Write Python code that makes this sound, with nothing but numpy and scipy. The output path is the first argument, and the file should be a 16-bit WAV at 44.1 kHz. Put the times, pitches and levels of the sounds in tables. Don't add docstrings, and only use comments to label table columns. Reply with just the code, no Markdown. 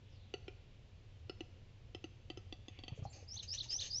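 import sys
import numpy as np
from scipy import signal
from scipy.fft import rfft, irfft
from scipy.io import wavfile
from scipy.ndimage import uniform_filter1d

SR = 44100
rng = np.random.default_rng(int(sys.argv[2]) if len(sys.argv) > 2 else 0)


def pcm_store(signal):
    levels = np.round(np.clip(np.atleast_2d(signal), -1, 1) * 32767)
    wavfile.write(sys.argv[1], SR, levels.astype(np.int16).T)


N = 176400
T = np.arange(N) / SR

# (time [s], snap level [dB], hollow pitch [Hz],
# hollow level before its swell [dB], hollow t60 [s], throat pitch [Hz], throat level [dB],
# beak pitch [Hz], upper pitch [Hz], upper level [dB], top pitch [Hz], top level [dB])
THROAT_CLICKS = [(0.339, -34.5, 400, -30, 0.039, 1385, -50.5, 2890, 4450, -39, 6070, -44.5),
                 (0.4806, -42, 385.5, -36, 0.039, 1420, -53, 2460, 3090, -40.5, 5410, -54.5),
                 (1.2958, -40, 388, -31, 0.028, 1370, -47.5, 2910, 4380, -40.5, 5170, -40.5),
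                 (1.4063, -39, 338, -35.5, 0.036, 1346, -63, 2870, 4160, -53.5, 6030, -49.5),
                 (1.9477, -39, 370, -32.5, 0.021, 1324, -58.5, 3090, 5140, -46.5, 6160, -52.5),
                 (2.041, -41, 330, -36, 0.032, 1360, -57, 2840, 4620, -50, 6170, -46),
                 (2.3008, -37, 330, -35, 0.026, 1260, -58.5, 3090, 4650, -43, 6150, -54),
                 (2.3731, -45.5, 371, -36.5, 0.029, 1323, -56, 3030, 5100, -49, 6150, -48.5),
                 (2.5248, -39.5, 303, -34.5, 0.016, 1220, -64.5, 3400, 4600, -44, 5820, -51),
                 (2.6826, -43.5, 288, -35, 0.014, 1125, -66.5, 3420, 4840, -52.5, 6410, -47),
                 (2.7888, -46.5, 280, -43, 0.018, 1124, -67, 3360, 4550, -48.5, 5800, -59.5),
                 (2.8361, -42.5, 263, -40.5, 0.017, 1125, -66, 3220, 4520, -44.5, 6230, -64.5),
                 (2.8806, -39.5, 277, -32.5, 0.0083, 1260, -62.5, 3170, 4500, -43, 6140, -48.5)]
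# (pitch [Hz], level against the snap [dB], t60 [s])
WINDPIPE_MODES = [(491.7, -5.5, 0.019), (726, -10.5, 0.062), (1975, -17, 0.041), (2710, -3, 0.028),
                  (3260, -6, 0.017), (4024, -11.5, 0.02), (7200, -23, 0.016)]

def clicks(beak_db=5.5, beak_t60=0.015, upper_t60=0.019, throat_t60=0.034, swell_db=5, swell_s=0.0028):
    out, t = np.zeros(N), T[:SR // 8]
    swell = from_db(swell_db) * (1 - np.exp(-t / swell_s))
    for (s, snap_db, hollow_hz, hollow_db, hollow_t60, throat_hz, throat_db,
         beak_hz, upper_hz, upper_db, top_hz, top_db) in THROAT_CLICKS:
        windpipe = sum(from_db(snap_db + db) * ring(t, hz, t60) for hz, db, t60 in WINDPIPE_MODES)
        beak = from_db(snap_db + beak_db) * ring(t, beak_hz, beak_t60)
        beak += from_db(upper_db) * ring(t, upper_hz, upper_t60)
        beak += from_db(top_db) * ring(t, top_hz, upper_t60)
        hollow = from_db(hollow_db) * swell * ring(t, hollow_hz, hollow_t60)
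        throat = from_db(throat_db) * ring(t, throat_hz, throat_t60)
        add(out, s, hollow + throat - windpipe - beak)
    return out

# (time [s], level [dB], start pitch [Hz], end pitch [Hz], t60 [s])
POPS_AND_STEPS = [(2.906, -59, 880, 880, .04), (2.976, -51, 524, 405, 0.19),
                  (3.052, -34.5, 698, 844, 0.031), (3.226, -49.5, 504, 430, 0.05),
                  (3.365, -53.5, 873, 860, 0.025), (3.659, -58.5, 933, 894, 0.046),
                  (3.753, -52, 805, 754, 0.029)]

def pops_and_steps(glide_s=0.0066, rise_s=0.00062):
    out, t = np.zeros(N), T[:SR // 8]
    for s, db, start_hz, end_hz, t60 in POPS_AND_STEPS:
        hz = end_hz + (start_hz - end_hz) * np.exp(-t / glide_s)
        envelope = from_db(db - 60 * t / t60) * (1 - np.exp(-t / rise_s))
        add(out, s, envelope * sine(hz))
    return out

# (time [s], length [s], level [dB], low mode [Hz], middle mode [Hz], middle trim [dB])
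WHET_STROKES = [(3.12, 0.058, -60.5, 2560, 4570, 0), (3.18, .06, -65.5, 2500, 4700, -2),
                (3.325, .045, -63, 3100, 4300, -1), (3.42, 0.022, -49.5, 2880, 4150, -1),
                (3.526, 0.038, -50, 2940, 4100, 1.5), (3.622, 0.03, -52.5, 3060, 4050, 2.5),
                (3.70, 0.038, -49, 2930, 4900, -4.5), (3.797, 0.082, -47.5, 3050, 4114, -1.5)]
# (centre [Hz], width [Hz], relative level [dB])
WHET_MODES = [(1830, 200, -21), (2420, 300, -15), (5150, 350, -15), (6330, 550, -3), (7400, 400, -20)]
# (frequency [Hz], relative level [dB])
WHET_AIR = [(400, 9), (1100, -9.5), (1800, -2), (2500, -5), (5200, 4.5), (6500, -16), (6900, -23.5),
            (7600, -7.5), (8500, -14.5)]
# (frequency [Hz], gain [dB])
WHET_COLOUR = [(300, -5.5), (6550, -1), (6900, -8), (7500, -4.5), (8200, -12.5)]

def rasps(attack_s=0.011, release_s=0.014, pulse_hz=110, jitter=0.32, pulse_db=2, grain_db=0.5):
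    out, t = np.zeros(N), T[:SR // 5]
    n = len(t)
    air = from_db(-9.5) * noise(WHET_AIR)
    for k, (s, length, db, low_hz, middle_hz, trim_db) in enumerate(WHET_STROKES):
        modes = WHET_MODES + [(low_hz, 500, -5.5), (middle_hz, 830, trim_db - 5.5)]
        friction = sum(from_db(mode_db) * band(hz, width, n) for hz, width, mode_db in modes)
        friction += air[k * n:(k + 1) * n]
        attack = np.minimum(t / attack_s, 1)
        release = np.exp(-np.maximum(t - length + release_s / 2, 0) / release_s)
        pulses = sine(pulse_hz * (1 + jitter * drift(pulse_hz, n)))
        roughness_db = pulse_db * pulses - grain_db * drift(pulse_hz, n)
        add(out, s, friction * attack * release * from_db(db + roughness_db))
    return colour(out, WHET_COLOUR)

# (time [s], level [dB], pitch [Hz])
BODY_THUMPS = [(2.919, -34, 118.4), (2.987, -37.5, 113.4), (3.020, -33.5, 118.5), (3.055, -37.5, 110)]

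def thumps(rise_s=0.0075, scuff_db=-24.5, scuff_hz=420):
    out, t = np.zeros(N), T[:SR // 8]
    swell = (t / rise_s * np.exp(1 - t / rise_s)) ** 2
    for s, db, hz in BODY_THUMPS:
        scuff = from_db(scuff_db) * band(scuff_hz, scuff_hz, len(t))
        push = np.sin(2 * np.pi * hz * t)
        add(out, s, from_db(db) * swell * (scuff - push))
    return out

# (time [s], length [s], level [dB], centre [Hz], width [Hz])
GRASS_RUSTLES = [(2.947, 0.056, -73.5, 6400, 1370), (3.029, 0.037, -67, 5650, 1340),
                 (3.054, 0.055, -66.5, 4300, 347), (3.089, 0.051, -69.5, 7270, 392),
                 (3.134, 0.084, -66.5, 480, 330), (3.36, 0.83, -75, 507, 493)]

def rustles():
    out, t = np.zeros(N), T[:SR]
    for s, length, db, hz, width_hz in GRASS_RUSTLES:
        swell = np.sin(np.pi * np.minimum(t / length, 1))
        add(out, s, from_db(db) * swell * band(hz, width_hz, len(t)))
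    return out

# (time from its break [s], pitch [Hz], relative level [dB])
RISING_GLIDE = [(-.022, 4430, -17.5), (-.003, 5200, -1), (.003, 4390, -14), (.009, 4860, -3.5),
                (.024, 5260, -0.5), (.045, 5750, -1), (.062, 6130, -1), (.069, 6150, -6)]
# (time [s], level [dB], pitch [factor], length [factor])
RISING_CALLS = [(3.296, -46.5, 1.03, 0.97), (3.496, -39.5, 0.99, .92), (3.709, -36, 1.005, 1.01),
                (3.919, -37, 0.97, 1.03)]
# (time from its first crest [s], pitch [Hz], relative level [dB])
DOUBLE_GLIDE = [(-.021, 3155, -11), (-.008, 3825, 2), (0, 4520, 1.5), (.003, 3434, -19),
                (.007, 2820, -16.5), (.0105, 3276, 2), (.014, 4450, -2.5), (.018, 3970, 6), (.024, 3627, 3),
                (.033, 3110, -15)]
# (time [s], level [dB], pitch [factor], length [factor])
DOUBLE_CALLS = [(3.381, -46, 1.0, 0.98), (3.592, -41.5, 1.0, 0.96), (3.803, -41, 0.99, 0.95),
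                (4.012, -40.5, 1.0, 0.77)]

def small_songbird(glide, calls, waver_share=0.0031, waver_hz=239, flutter_db=0.86, flutter_hz=258):
    out, t = np.zeros(N), T[:SR // 6]
    times, pitches, levels = np.transpose(glide)
    for s, db, pitch, stretch in calls:
        position = times[0] + t / stretch
        waver = 1 + waver_share * drift(waver_hz, len(t))
        hz = pitch * np.interp(position, times, pitches) * waver
        envelope = from_db(np.interp(position, times, levels)) * (position < times[-1])
        envelope = uniform_filter1d(envelope, size=60, mode="constant")
        flutter = from_db(flutter_db * drift(flutter_hz, len(t)))
        add(out, s + times[0] * stretch, from_db(db) * envelope * flutter * sine(hz))
    return out

# (frequency [Hz], gain [dB])
FOREST_COLOUR = [(100, -12.5), (400, 0), (1200, 11), (3000, 3.5), (4500, 7), (8000, 6.5)]

def clearing(direct, ground_lag_s=0.0035, ground_db=-10):
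    ground = from_db(ground_db) * np.interp(T - ground_lag_s, T, direct)
    heather = scatter(db=-15, t60=0.1)
    trees = scatter(db=-19, t60=1)
    tail = colour(signal.fftconvolve(direct, heather + trees), FOREST_COLOUR)
    return direct + ground + tail[:N]

# (time [s], length [s], level [dB], start pitch [Hz], end pitch [Hz])
FAR_SONG = [(0, 0.2, -73, 3560, 2940), (0.084, 0.13, -74, 6000, 3750), (.12, 0.28, -71, 4300, 2860),
            (.5, 0.35, -78, 3460, 2800), (1.053, 0.14, -78.5, 3940, 2910), (2.674, 0.17, -64, 2900, 2430),
            (2.798, 0.29, -64.5, 3100, 2675)]

def far_songbird(blur_hz=460):
    out, t = np.zeros(N), T[:SR // 4]
    for s, length, db, start_hz, end_hz in FAR_SONG:
        progress = np.minimum(t / length, 1)
        tone = sine(start_hz + (end_hz - start_hz) * progress)
        add(out, s, from_db(db) * np.sin(np.pi * progress) * drift(blur_hz, len(t)) * tone)
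    return out

# (frequency [Hz], relative level [dB])
RUMBLE_SPECTRUM = [(12, -37), (20, -4), (49, -9.5), (69, -7.5), (91, 0), (131, -9), (151, -18),
                   (178, -20.5), (209, -23), (250, -25.5), (320, -67), (550, -120)]
# (frequency [Hz], relative level [dB])
HISS_SPECTRUM = [(120, -31), (200, -2.5), (352, -4.5), (558, -4.5), (611, -9), (1350, -18), (2910, -12.5),
                 (6960, -26.5), (7750, -32.5), (10100, -49.5), (17000, -120)]

def ambience(rumble_db=-56.5, hiss_db=-70):
    return from_db(rumble_db) * noise(RUMBLE_SPECTRUM) + from_db(hiss_db) * noise(HISS_SPECTRUM)

def from_db(db):
    return 10 ** (np.asarray(db) / 20)

def rms_one(x):
    return x / np.sqrt(np.mean(x ** 2) + 1e-20)

def add(out, s, x):
    i = int(s * SR)
    out[i:i + len(x)] += x[:max(N - i, 0)]

def sine(hz):
    return np.sin(2 * np.pi * np.cumsum(hz) / SR)

def ring(t, hz, t60, rise_s=0.00088):
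    return np.sin(2 * np.pi * hz * t) * from_db(-60 * t / t60) * (1 - np.exp(-t / rise_s))

def colour(x, points):
    hz, db = np.transpose(points)
    f = np.maximum(np.arange(len(x) // 2 + 1) * SR / len(x), 1)
    skirts = np.minimum(f / hz[0], 1) ** 6 * np.minimum(hz[-1] / f, 1) ** 6
    gain = from_db(np.interp(np.log(f), np.log(hz), db))
    return irfft(rfft(x) * gain * skirts, len(x))

def noise(points):
    return rms_one(colour(rng.standard_normal(N), points))

def band(hz, width_hz, size):
    sos = signal.butter(2, [max(hz - width_hz / 2, 20), hz + width_hz / 2], "band", fs=SR, output="sos")
    return rms_one(signal.sosfilt(sos, rng.standard_normal(size)))

def drift(hz, size):
    return rms_one(signal.sosfilt(signal.butter(2, hz, fs=SR, output="sos"), rng.standard_normal(size)))

def scatter(db, t60):
    reflections = rng.standard_normal(SR) * from_db(-60 * T[:SR] / t60)
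    return from_db(db) * rms_one(reflections) / np.sqrt(SR)

def scene():
    capercaillie = clicks() + pops_and_steps() + thumps() + rustles() + rasps()
    songbird = small_songbird(RISING_GLIDE, RISING_CALLS) + small_songbird(DOUBLE_GLIDE, DOUBLE_CALLS)
    background = ambience() + far_songbird()
    return (clearing(capercaillie + songbird) + background)[None]

def record(dry):
    cutoff_hz = 7700
    return signal.sosfilt(signal.ellip(10, .2, 70, cutoff_hz, fs=SR, output="sos"), dry)

dry = scene()
out = record(dry)
pcm_store(out)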